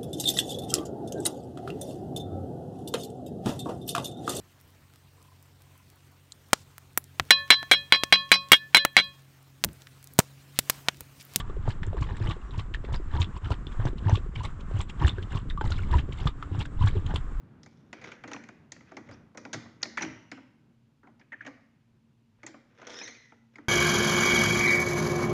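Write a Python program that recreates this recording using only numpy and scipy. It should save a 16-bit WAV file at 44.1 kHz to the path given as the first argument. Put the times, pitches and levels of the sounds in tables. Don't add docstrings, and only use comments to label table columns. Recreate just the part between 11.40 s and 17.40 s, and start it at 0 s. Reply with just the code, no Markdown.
import sys
import numpy as np
from scipy import signal
from scipy.fft import rfft, irfft
from scipy.io import wavfile

SR = 44100
rng = np.random.default_rng(int(sys.argv[2]) if len(sys.argv) > 2 else 0)


def wav_record(signal):
    frames = np.transpose(np.atleast_2d(signal))
    bounded = np.clip(frames, -1, 1)
    quanta = np.round(bounded * 32767).astype(np.int16)
    wavfile.write(sys.argv[1], SR, quanta)


N = 264600
TIME = np.arange(N) / SR

# (frequency [Hz], relative level per Hz [dB])
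STREAM_SPECTRUM = [(200, 1.5), (400, -2), (520, -12), (700, -4.5), (900, -3), (1100, 3.5), (1550, -2.5),
                   (2300, -13), (3500, -20.5), (4600, -27), (6400, -26.5), (7500, -22), (8500, -28.5),
                   (10500, -41), (14000, -56.5)]
ROCKING_SPECTRUM = [(12, 7.5), (26, 5), (45, 3), (70, -9), (110, -29.5)]
LAPPING_SPECTRUM = [(45, 5), (75, 3.5), (115, 2), (160, -4.5), (220, -14), (310, -20.5), (450, -30.5)]
SLOSH_SPECTRUM = [(300, 8), (480, -4.5), (680, -10.5), (870, 4), (1170, -4.5), (1420, -7.5), (1750, -2.5),
                  (2100, -26.5)]
SPRAY_SPECTRUM = [(2000, 2), (2400, -2.5), (2850, 3.5), (3800, -0.5), (4400, -11.5), (5200, -13),
                  (6500, -21.5), (7400, -10), (8300, -27.5), (10000, -29.5), (12000, -46.5)]
TEAR_SPECTRUM = [(1500, -14.5), (3300, 4), (5000, -2), (7400, -4), (8600, -8.5), (11000, -23.5)]

# (start [s], length [s], top pitch [Hz], peak level [dB])
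WHISTLES = [(0.462, 0.12, 8150, -81), (1.037, 0.093, 5680, -76), (3.053, 0.12, 8000, -86),
            (3.418, .06, 8100, -82), (5.29, 0.085, 8050, -75)]
# (time [s], pitch [Hz], level [dB])
HUM_PATH = [(4.85, 272, -68), (5.0, 281, -51.5), (5.3, 293.5, -51.5), (5.6, 292, -63), (6.0, 299, -56)]
# (time [s], relative rocking level [dB], relative lapping level [dB])
RIPPLE_LEVELS = [(0.0, -41.5, -44), (0.73, -39.5, -42), (0.98, -42.5, -48), (1.45, -43, -40),
                 (1.59, -35, -44), (2.04, -49, -41), (2.44, -38.5, -47), (2.62, -41.5, -38.5),
                 (3.29, -45, -43.5), (3.94, -48, -39), (4.28, -30.5, -40), (4.41, -33.5, -37.5),
                 (4.71, -46, -34), (4.88, -40, -50), (5.15, -54.5, -38), (5.43, -35, -40.5),
                 (5.56, -41.5, -33.5), (6.0, -40, -46)]
# (crest time [s], relative slosh level [dB], relative spray level [dB], thud level [dB])
SPILLS = [(0.082, -51, -65, -45), (0.471, -51, -62, -23.5), (0.704, -47, -55.5, -32.5),
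          (3.774, -53.5, -59, -27.5), (4.39, -52, -52.5, -28), (5.559, -50, -55, -19.5)]
# (start [s], level [dB], pitch [Hz], ring time [cycles])
BUBBLES = [(0.0027, -35.5, 1138, 11), (0.096, -35, 430, 2.2), (0.0983, -38, 1160, 5.5),
           (0.166, -33.5, 427, 2.3), (0.4664, -40.5, 7200, 2.8), (0.4718, -35, 356, 1.9),
           (0.5304, -28.5, 637, 1.2), (0.543, -31.5, 418, 3.4), (0.5684, -32, 1030, 1.6),
           (0.6066, -37, 294, 1.6), (0.7055, -40.5, 422, 4.5), (0.8021, -32, 390, 1.1),
           (0.873, -33.5, 2990, 11), (0.8989, -33, 3450, 2.9), (0.8994, -31.5, 1130, 8.9),
           (0.965, -37, 425, 1.6), (1.1087, -42.5, 3750, 5.5), (1.3406, -25, 2850, 1.5),
           (1.4411, -32, 442, 1.4), (1.4865, -37.5, 490, 0.88), (1.5609, -36.5, 4800, 6.6),
           (1.598, -32.5, 352, 1.8), (1.7367, -35.5, 1125, 8.7), (1.7797, -34.5, 957, 20),
           (1.81, -34, 6800, 8.1), (1.827, -19, 2770, 0.56), (1.844, -30.5, 3320, 3.9),
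           (2.0467, -36, 3200, 1.5), (2.0605, -40, 1350, 4.9), (2.1073, -35, 988, 11),
           (2.269, -32.5, 307, 0.99), (2.4541, -39, 5930, 4.3), (2.398, -30, 610, 0.51),
           (2.4523, -22.5, 303, 0.69), (2.4855, -31, 343, 1.3), (2.5294, -31, 325, 1.3),
           (2.6814, -29, 916, 9), (2.6946, -17.5, 755, 0.74), (2.696, -34, 6030, 8),
           (2.7145, -25.5, 880, 1.7), (2.7231, -34, 334, 5), (2.774, -30.5, 423, 1.5),
           (2.746, -33, 1130, 12), (2.8606, -39, 395, 2.4), (3.0061, -31.5, 990, 4.4),
           (3.037, -36, 1160, 13), (3.312, -29, 410, 0.45), (3.414, -32, 7470, 5.8), (3.6124, -34, 925, 10),
           (3.6194, -26.5, 1090, 10), (3.6475, -32, 344, 3.4), (3.671, -26.5, 3540, 3.6),
           (3.6782, -36, 7700, 9), (3.6937, -23, 3540, 6.2), (3.781, -32.5, 400, 3.2),
           (3.7831, -34, 1580, 6.3), (3.956, -37.5, 1088, 16.4), (4.109, -30.5, 1700, 1.1),
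           (4.1745, -27.5, 1136, 8.3), (4.2105, -25, 868, 3.9), (4.213, -26.5, 367, 1.05),
           (4.2415, -29, 870, 1.9), (4.3064, -37, 6450, 3.6), (4.3792, -38, 2220, 6.7),
           (4.391, -33.5, 1420, 4.5), (4.434, -38.5, 2200, 4.4), (4.513, -33, 3430, 2),
           (4.537, -22, 958, 7.6), (4.5572, -28, 330, 2), (4.5925, -31, 3100, 3.9),
           (4.689, -31.5, 394, 1.1), (5.115, -35, 292, 2.1), (5.1487, -30, 940, 0.62),
           (5.2169, -28, 2900, 1), (5.4092, -31, 1062, 20.5), (5.4219, -28.5, 962, 5.7),
           (5.4701, -29.5, 1104, 6.3), (5.487, -29, 2200, 3.8), (5.5512, -29.5, 390.5, 6.4),
           (5.5678, -31, 416, 1.6), (5.7059, -33.5, 870, 2.9), (5.7617, -33, 8240, 1.6)]
# (start [s], level [dB], pitch [Hz], ring time [cycles], relative spray level [dB])
CLICKS = [(0.0024, -31.5, 1730, 3.6, -41.5), (0.4321, -25, 1740, 1.8, -49), (0.7676, -35, 1720, 1, -51),
          (1.0166, -51, 2790, 7.5, -62), (1.3454, -24.5, 1770, 4.1, -44.5), (1.4497, -34, 1990, 1.2, -50.5),
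          (1.965, -36.5, 1040, 7, -46.5), (2.2687, -33, 3420, 4.2, -67), (2.32, -39, 1480, 1, -51.5),
          (2.581, -57, 2700, 15, -50.5), (2.9574, -33.5, 2270, 9.1, -46.5), (3.206, -64, 2900, 3, -51),
          (3.497, -39, 2330, 7.3, -43), (3.8275, -33.5, 2880, 1.1, -50), (4.1, -32.5, 3620, 10, -48.5),
          (4.211, -24, 1470, 2.3, -53), (4.7245, -36.5, 3100, 4.9, -46.5), (5.0259, -25, 1254, 2.8, -53.5),
          (5.2545, -33.5, 1570, 2.8, -49), (5.664, -35, 3070, 5.3, -45.5)]
# (start [s], time to the crest [s], relative slosh level [dB],
# relative spray level [dB], thud level [dB], thud pitch [Hz])
DIPS = [(0.233, 0.048, -46, -56.5, -45, 91), (0.566, 0.0064, -45, -55.5, -24, 59.4),
        (0.804, 0.067, -42.5, -47, -20, 107), (1.104, 0.041, -50, -57, -45, 76.6),
        (1.478, 0.0097, -46, -60.5, -24, 61.8), (1.726, 0.037, -41.5, -48.5, -23, 76.3),
        (2.036, 0.021, -46.5, -53, -26, 96.7), (2.386, 0.042, -44.5, -58, -20.5, 110),
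        (2.655, 0.043, -40, -50, -16, 99.6), (2.964, 0.031, -48.5, -54.5, -27, 105),
        (3.336, 0.034, -46, -54, -20, 102.3), (3.607, 0.019, -36.5, -45, -22.5, 140),
        (3.904, 0.026, -45.5, -49.5, -49, 88), (4.241, 0.0089, -42.5, -48, -19, 101.4),
        (4.501, .038, -39, -47.5, -21, 66.5), (4.771, 0.044, -45, -49.5, -39, 91),
        (5.118, 0.044, -46.5, -54.5, -29.5, 91.5), (5.402, 0.031, -42, -49, -14.5, 86.8),
        (5.668, 0.038, -44, -55, -38, 90)]
# (start [s], thud level [dB], thud pitch [Hz], ring time [cycles], plop level [dB])
GULPS = [(0.2777, -17, 108, 0.64, -20.5), (0.6101, -18, 100, 0.49, -44), (0.8837, -18, 116, 0.44, -37),
         (1.1752, -21.5, 98, 0.96, -38), (1.5229, -23.5, 90.5, .5, -32), (1.7925, -16, 88.4, 1.95, -41),
         (2.1051, -19.5, 86.5, 0.46, -22), (2.453, -15.5, 109.6, 0.63, -23), (2.721, -9, 97, 1.06, -42),
         (3.036, -28, 81.5, 1, -38), (3.3872, -17.5, 70, 0.4, -47), (3.6356, -12.5, 71.3, 1.4, -49),
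         (3.9502, -16.5, 104, 0.22, -35), (4.3033, -19.5, 74.5, 0.92, -29), (4.545, -12, 68.5, 1.5, -36),
         (4.8553, -12.5, 105, 0.25, -29), (5.178, -21.5, 101, 0.99, -47), (5.4313, -11, 100.5, 2.45, -51),
         (5.7386, -18.5, 90, 0.31, -25)]
# (crest time [s], relative slosh level [dB], relative spray level [dB],
# mouth ring level [dB], mouth pitch [Hz], lip snap level [dB], lip snap pitch [Hz])
SMACKS = [(0.307, -67, -45, -36.5, 1660, -36.5, 4400), (0.627, -44, -44.5, -30.5, 1065, -31.5, 2300),
          (0.91, -42.5, -44.5, -43, 1440, -25.5, 2800), (1.196, -46, -45, -36.5, 1080, -34.5, 2840),
          (1.544, -40, -44, -49, 1320, -28.5, 3800), (1.818, -42.5, -40.5, -32, 1116, -18, 3540),
          (2.121, -39, -42.5, -31, 1335, -39, 4500), (2.473, -42, -45, -32.5, 1570, -38, 2700),
          (2.757, -50, -42, -39, 1380, -22.5, 3360), (3.051, -42.5, -40.5, -29.5, 1080, -37, 4300),
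          (3.406, -44, -43, -39, 1110, -27, 3200), (3.681, -40.5, -40, -28, 1190, -23.5, 2770),
          (3.973, -45, -45, -35.5, 1016, -34, 3110), (4.321, -43.5, -44, -31, 1380, -23.5, 3900),
          (4.587, -48.5, -44.5, -33, 1660, -27.5, 2900), (4.874, -37, -45, -23, 1194, -20, 3400),
          (5.209, -40, -41, -48, 1290, -32, 2850), (5.477, -48, -41.5, -28.5, 1610, -28.5, 3620),
          (5.76, -42, -42.5, -34, 1042, -20, 3230)]

DIP_FALL_S = 0.045
SMACK_RISE_S, SMACK_FALL_S = 0.0066, 0.015
CLICK_RISE_S, CLICK_FALL_S = 0.0067, 0.0077
SPILL_RISE_S, SPILL_FALL_S = 0.073, 0.061
TEAR_AHEAD_S, TEAR_RISE_S, TEAR_FALL_S, TEAR_DB = 0.016, 0.0024, 0.0086, -6
MOUTH_AHEAD_S, MOUTH_CYCLES, SNAP_CYCLES = 0.00426, 5.6, 2.2
PLOP_HZ, PLOP_CYCLES = 588, 0.52
CLICK_LIP_DB, CLICK_LIP_HZ = -12, 3310
THUD_CYCLES, SPILL_THUD_HZ = 2.33, 89.2
OPENING_CYCLES, OPENING_SHARE = 0.42, 0.12
SNAP_ATTACK_S = 0.001


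def from_db(db):
    return 10 ** (np.asarray(db) / 20)


def rms_one(x):
    return x / np.sqrt(np.mean(x ** 2) + 1e-20)


def at_hz(points, hz):
    points = np.array(points)
    return np.interp(np.log(hz), np.log(points[:, 0]), points[:, 1])


def add(track, s, sound):
    start = int(np.clip(round(s * SR), 0, N - 1))
    track[start:start + len(sound)] += sound[:N - start]


def drift(rate):
    knots = rng.standard_normal(1024)
    return rms_one(np.interp(TIME * rate, np.arange(len(knots)), knots))


def coloured_noise(spectrum):
    hz = np.maximum(np.fft.rfftfreq(N, 1 / SR), 1)
    ends = np.minimum(1, np.minimum(hz / spectrum[0][0], spectrum[-1][0] / hz)) ** 4
    white = rfft(rng.standard_normal(N))
    return rms_one(irfft(white * from_db(at_hz(spectrum, hz)) * ends, N))


def cavity(hz, ring_cycles, onset_cycles, rise):
    ring_cycles = max(ring_cycles, .3)
    length = int(8 * (ring_cycles + onset_cycles) * SR / hz)
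    cycles = np.arange(length) * hz / SR
    swing = (1 - np.exp(-(cycles / onset_cycles) ** 2)) * np.exp(-cycles / ring_cycles)
    pitch = hz * (1 + rise * np.tanh((cycles - onset_cycles) / ring_cycles / 2 - 1 / 4))
    return swing / swing.max() * np.sin(2 * np.pi * np.cumsum(pitch) / SR)


def bubble_cloud(spectrum, per_s, spread_db, ring_cycles, count):
    out = np.zeros(N)
    for hz in np.geomspace(spectrum[0][0], spectrum[-1][0], count):
        births = np.flatnonzero(rng.random(N) < per_s / count / SR)
        chance = rng.random(N)[births]
        loudness_db = spread_db * np.minimum(-np.log(chance), 3)
        impulses = np.zeros(N)
        impulses[births] = from_db(loudness_db) * (-1) ** births
        ring = cavity(hz, ring_cycles, onset_cycles=0.25, rise=0.14)
        rings = signal.oaconvolve(impulses, ring)[:N]
        out += rms_one(rings) * from_db(at_hz(spectrum, hz)) * np.sqrt(hz)
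    return rms_one(out)


def swell(s, rise_s, fall_s):
    distance = np.maximum((s - TIME) / rise_s, (TIME - s) / fall_s)
    return np.exp(-2 * np.minimum(distance, 20))


def stream():
    return from_db(-55.0 + 1.9 * drift(20)) * coloured_noise(STREAM_SPECTRUM)


def bird():
    out = np.zeros(N)
    for s, length_s, hz, db in WHISTLES:
        arch = np.sin(np.linspace(0, np.pi, int(length_s * SR)))
        pitch = hz * (1 + .01 * (arch - 1))
        add(out, s, from_db(db) * arch * np.sin(2 * np.pi * np.cumsum(pitch) / SR))
    return out


def hum():
    s, hz, db = np.transpose(HUM_PATH)
    pitch = np.interp(TIME, s, hz) + 1.54 * drift(8)
    level = from_db(np.interp(TIME, s, db) + 1.5 * drift(4.25)) * (TIME > s[0])
    return level * np.sqrt(2) * np.sin(2 * np.pi * np.cumsum(pitch) / SR)


def ripples():
    s, rocking_db, lapping_db = np.transpose(RIPPLE_LEVELS)
    rocking = from_db(np.interp(TIME, s, rocking_db) + 7.5) * coloured_noise(ROCKING_SPECTRUM)
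    knocks = bubble_cloud(LAPPING_SPECTRUM, per_s=190, spread_db=3.0, ring_cycles=0.71, count=10)
    lapping = from_db(np.interp(TIME, s, lapping_db) + 3) * knocks
    dull_bubbles = bubble_cloud([(230, 4), (560, -13)], per_s=37, spread_db=4.0, ring_cycles=0.91, count=8)
    return rocking + lapping + from_db(-57.5) * dull_bubbles


def churn(power, grains, wash, breakup_db):
    broken = power / (power + from_db(breakup_db) ** 2)
    return np.sqrt(power * broken) * grains + np.sqrt(power * (1 - broken)) * wash


def splashes(click_slosh_db):
    bursts = []  # (crest [s], slosh [dB], spray [dB], rise [s], fall [s])
    for s, rise_s, slosh_db, spray_db, *_ in DIPS:
        bursts.append((s + rise_s, slosh_db, spray_db, rise_s, DIP_FALL_S))
    for s, slosh_db, spray_db, *_ in SMACKS:
        bursts.append((s, slosh_db, spray_db, SMACK_RISE_S, SMACK_FALL_S))
    for s, *_, spray_db in CLICKS:
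        crest_s = s + CLICK_RISE_S / 2
        bursts.append((crest_s, spray_db + click_slosh_db, spray_db, CLICK_RISE_S, CLICK_FALL_S))
    for s, slosh_db, spray_db, _ in SPILLS:
        bursts.append((s, slosh_db, spray_db, SPILL_RISE_S, SPILL_FALL_S))

    slosh_power, spray_power = np.zeros((2, N))
    for s, slosh_db, spray_db, rise_s, fall_s in bursts:
        shape = swell(s, rise_s, fall_s)
        slosh_power += from_db(slosh_db) ** 2 * shape
        spray_power += from_db(spray_db) ** 2 * shape

    coarse = from_db(4.7) * bubble_cloud(SLOSH_SPECTRUM, per_s=1200, spread_db=4, ring_cycles=3.7, count=20)
    fine = from_db(1.4) * bubble_cloud(SPRAY_SPECTRUM, per_s=2000, spread_db=5.5, ring_cycles=7.8, count=32)
    slosh_wash = from_db(-8.0) * coloured_noise(SLOSH_SPECTRUM)
    spray_wash = from_db(-5.5) * coloured_noise(SPRAY_SPECTRUM)
    slosh = churn(slosh_power, coarse, slosh_wash, breakup_db=-49.5)
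    spray = churn(spray_power, fine, spray_wash, breakup_db=-59.5)
    heave = from_db(11.5) * np.sqrt(slosh_power) * coloured_noise(LAPPING_SPECTRUM)
    return slosh + spray + heave


def droplets(first_s, last_s, level_db, spread_db, low_hz, high_hz, ring_cycles, count):
    smack_s = np.repeat([smack[0] for smack in SMACKS], count)
    when, size, pitch, ring = rng.random((len(smack_s), 4)).T
    start_s = smack_s + first_s + when * (last_s - first_s)
    db = level_db + spread_db * (2 * size - 1)
    hz = low_hz * (high_hz / low_hz) ** pitch
    return list(zip(start_s, db, hz, ring_cycles * (.5 + ring)))


def ring_pockets(pockets, rise, fall, snap_db, snap_s):
    rings, tearing = np.zeros((2, N))
    t = TIME[:SR // 20]
    snap = (1 - np.exp(-t / SNAP_ATTACK_S)) * np.exp(-t / snap_s)
    for s, db, hz, ring_cycles in pockets:
        hollow = np.interp(hz, [700, 950], [1, 0])
        glide = (1 - hollow) * rise - hollow * min(fall, .9)
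        onset_cycles = OPENING_CYCLES + OPENING_SHARE * ring_cycles
        add(rings, s, from_db(db) * cavity(hz, ring_cycles, onset_cycles, glide))
        crispness = min(hz / 3000, 1) ** .5
        add(tearing, s, from_db(db + snap_db) * crispness * snap)
    return rings + tearing * coloured_noise(SPRAY_SPECTRUM)


def scatter(x, decay_s, level_db):
    t = TIME[:SR // 8]
    echoes = rng.standard_normal(len(t)) * np.exp(-t / decay_s) * (t > .001)
    echoes /= np.linalg.norm(echoes)
    return x + from_db(level_db) * signal.oaconvolve(x, echoes)[:N]


def thuds(rise, overtone, overtone_db):
    shoves = [(s, db, hz, THUD_CYCLES) for s, *_, db, hz in DIPS]
    shoves += [(s, db, SPILL_THUD_HZ, THUD_CYCLES) for s, *_, db in SPILLS]
    closings = [gulp[:4] for gulp in GULPS]
    out = np.zeros(N)
    for s, db, hz, ring_cycles in shoves + closings:
        deep = cavity(hz, ring_cycles, onset_cycles=0.92, rise=rise)
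        small = cavity(hz * overtone, ring_cycles=0.53, onset_cycles=0.79, rise=rise)
        add(out, s, from_db(db) * deep)
        add(out, s + .5 / hz, from_db(db + overtone_db) * small)
    return out


def tears():
    power = np.zeros(N)
    for s, _, spray_db, *_ in SMACKS:
        power += from_db(spray_db + TEAR_DB) ** 2 * swell(s - TEAR_AHEAD_S, TEAR_RISE_S, TEAR_FALL_S)
    return np.sqrt(power) * coloured_noise(TEAR_SPECTRUM)


def mouth_pockets():
    pockets = [(s, plop_db, PLOP_HZ, PLOP_CYCLES) for s, *_, plop_db in GULPS]
    for s, _, _, mouth_db, mouth_hz, snap_db, snap_hz in SMACKS:
        pockets.append((s - MOUTH_AHEAD_S, mouth_db, mouth_hz, MOUTH_CYCLES))
        pockets.append((s, snap_db, snap_hz, SNAP_CYCLES))
    for s, db, hz, ring_cycles, _ in CLICKS:
        pockets.append((s, db, hz, ring_cycles))
        pockets.append((s, db + CLICK_LIP_DB, CLICK_LIP_HZ, SNAP_CYCLES))
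    return pockets


def scene():
    background = stream() + bird() + hum() + ripples()
    water = splashes(click_slosh_db=-5) + tears()
    shed = droplets(first_s=.04, last_s=0.19, level_db=-46.5, spread_db=1.5,
                    low_hz=335, high_hz=480, ring_cycles=1.3, count=2)
    bubbles = ring_pockets(BUBBLES + shed, rise=0.079, fall=0.25, snap_db=-15.5, snap_s=0.0037)
    mouth = ring_pockets(mouth_pockets(), rise=0.092, fall=0.9, snap_db=-17.5, snap_s=.004)
    wet = scatter(mouth + bubbles, decay_s=0.012, level_db=-8)
    low = thuds(rise=0.018, overtone=2.0, overtone_db=-15)
    return (background + water + wet + low)[None]


def record(dry):
    port_hz, port_q, port_db = 7300, 16, -7
    port = signal.lfilter(*signal.iirpeak(port_hz, port_q, fs=SR), dry)
    dulling = signal.butter(3, 10000, fs=SR, output="sos")
    housed = signal.sosfilt(dulling, dry + from_db(port_db) * port)
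    top_cut = signal.cheby2(12, 70, 14500, fs=SR, output="sos")
    return signal.sosfilt(top_cut, housed)


dry = scene()
out = record(dry)
wav_record(out)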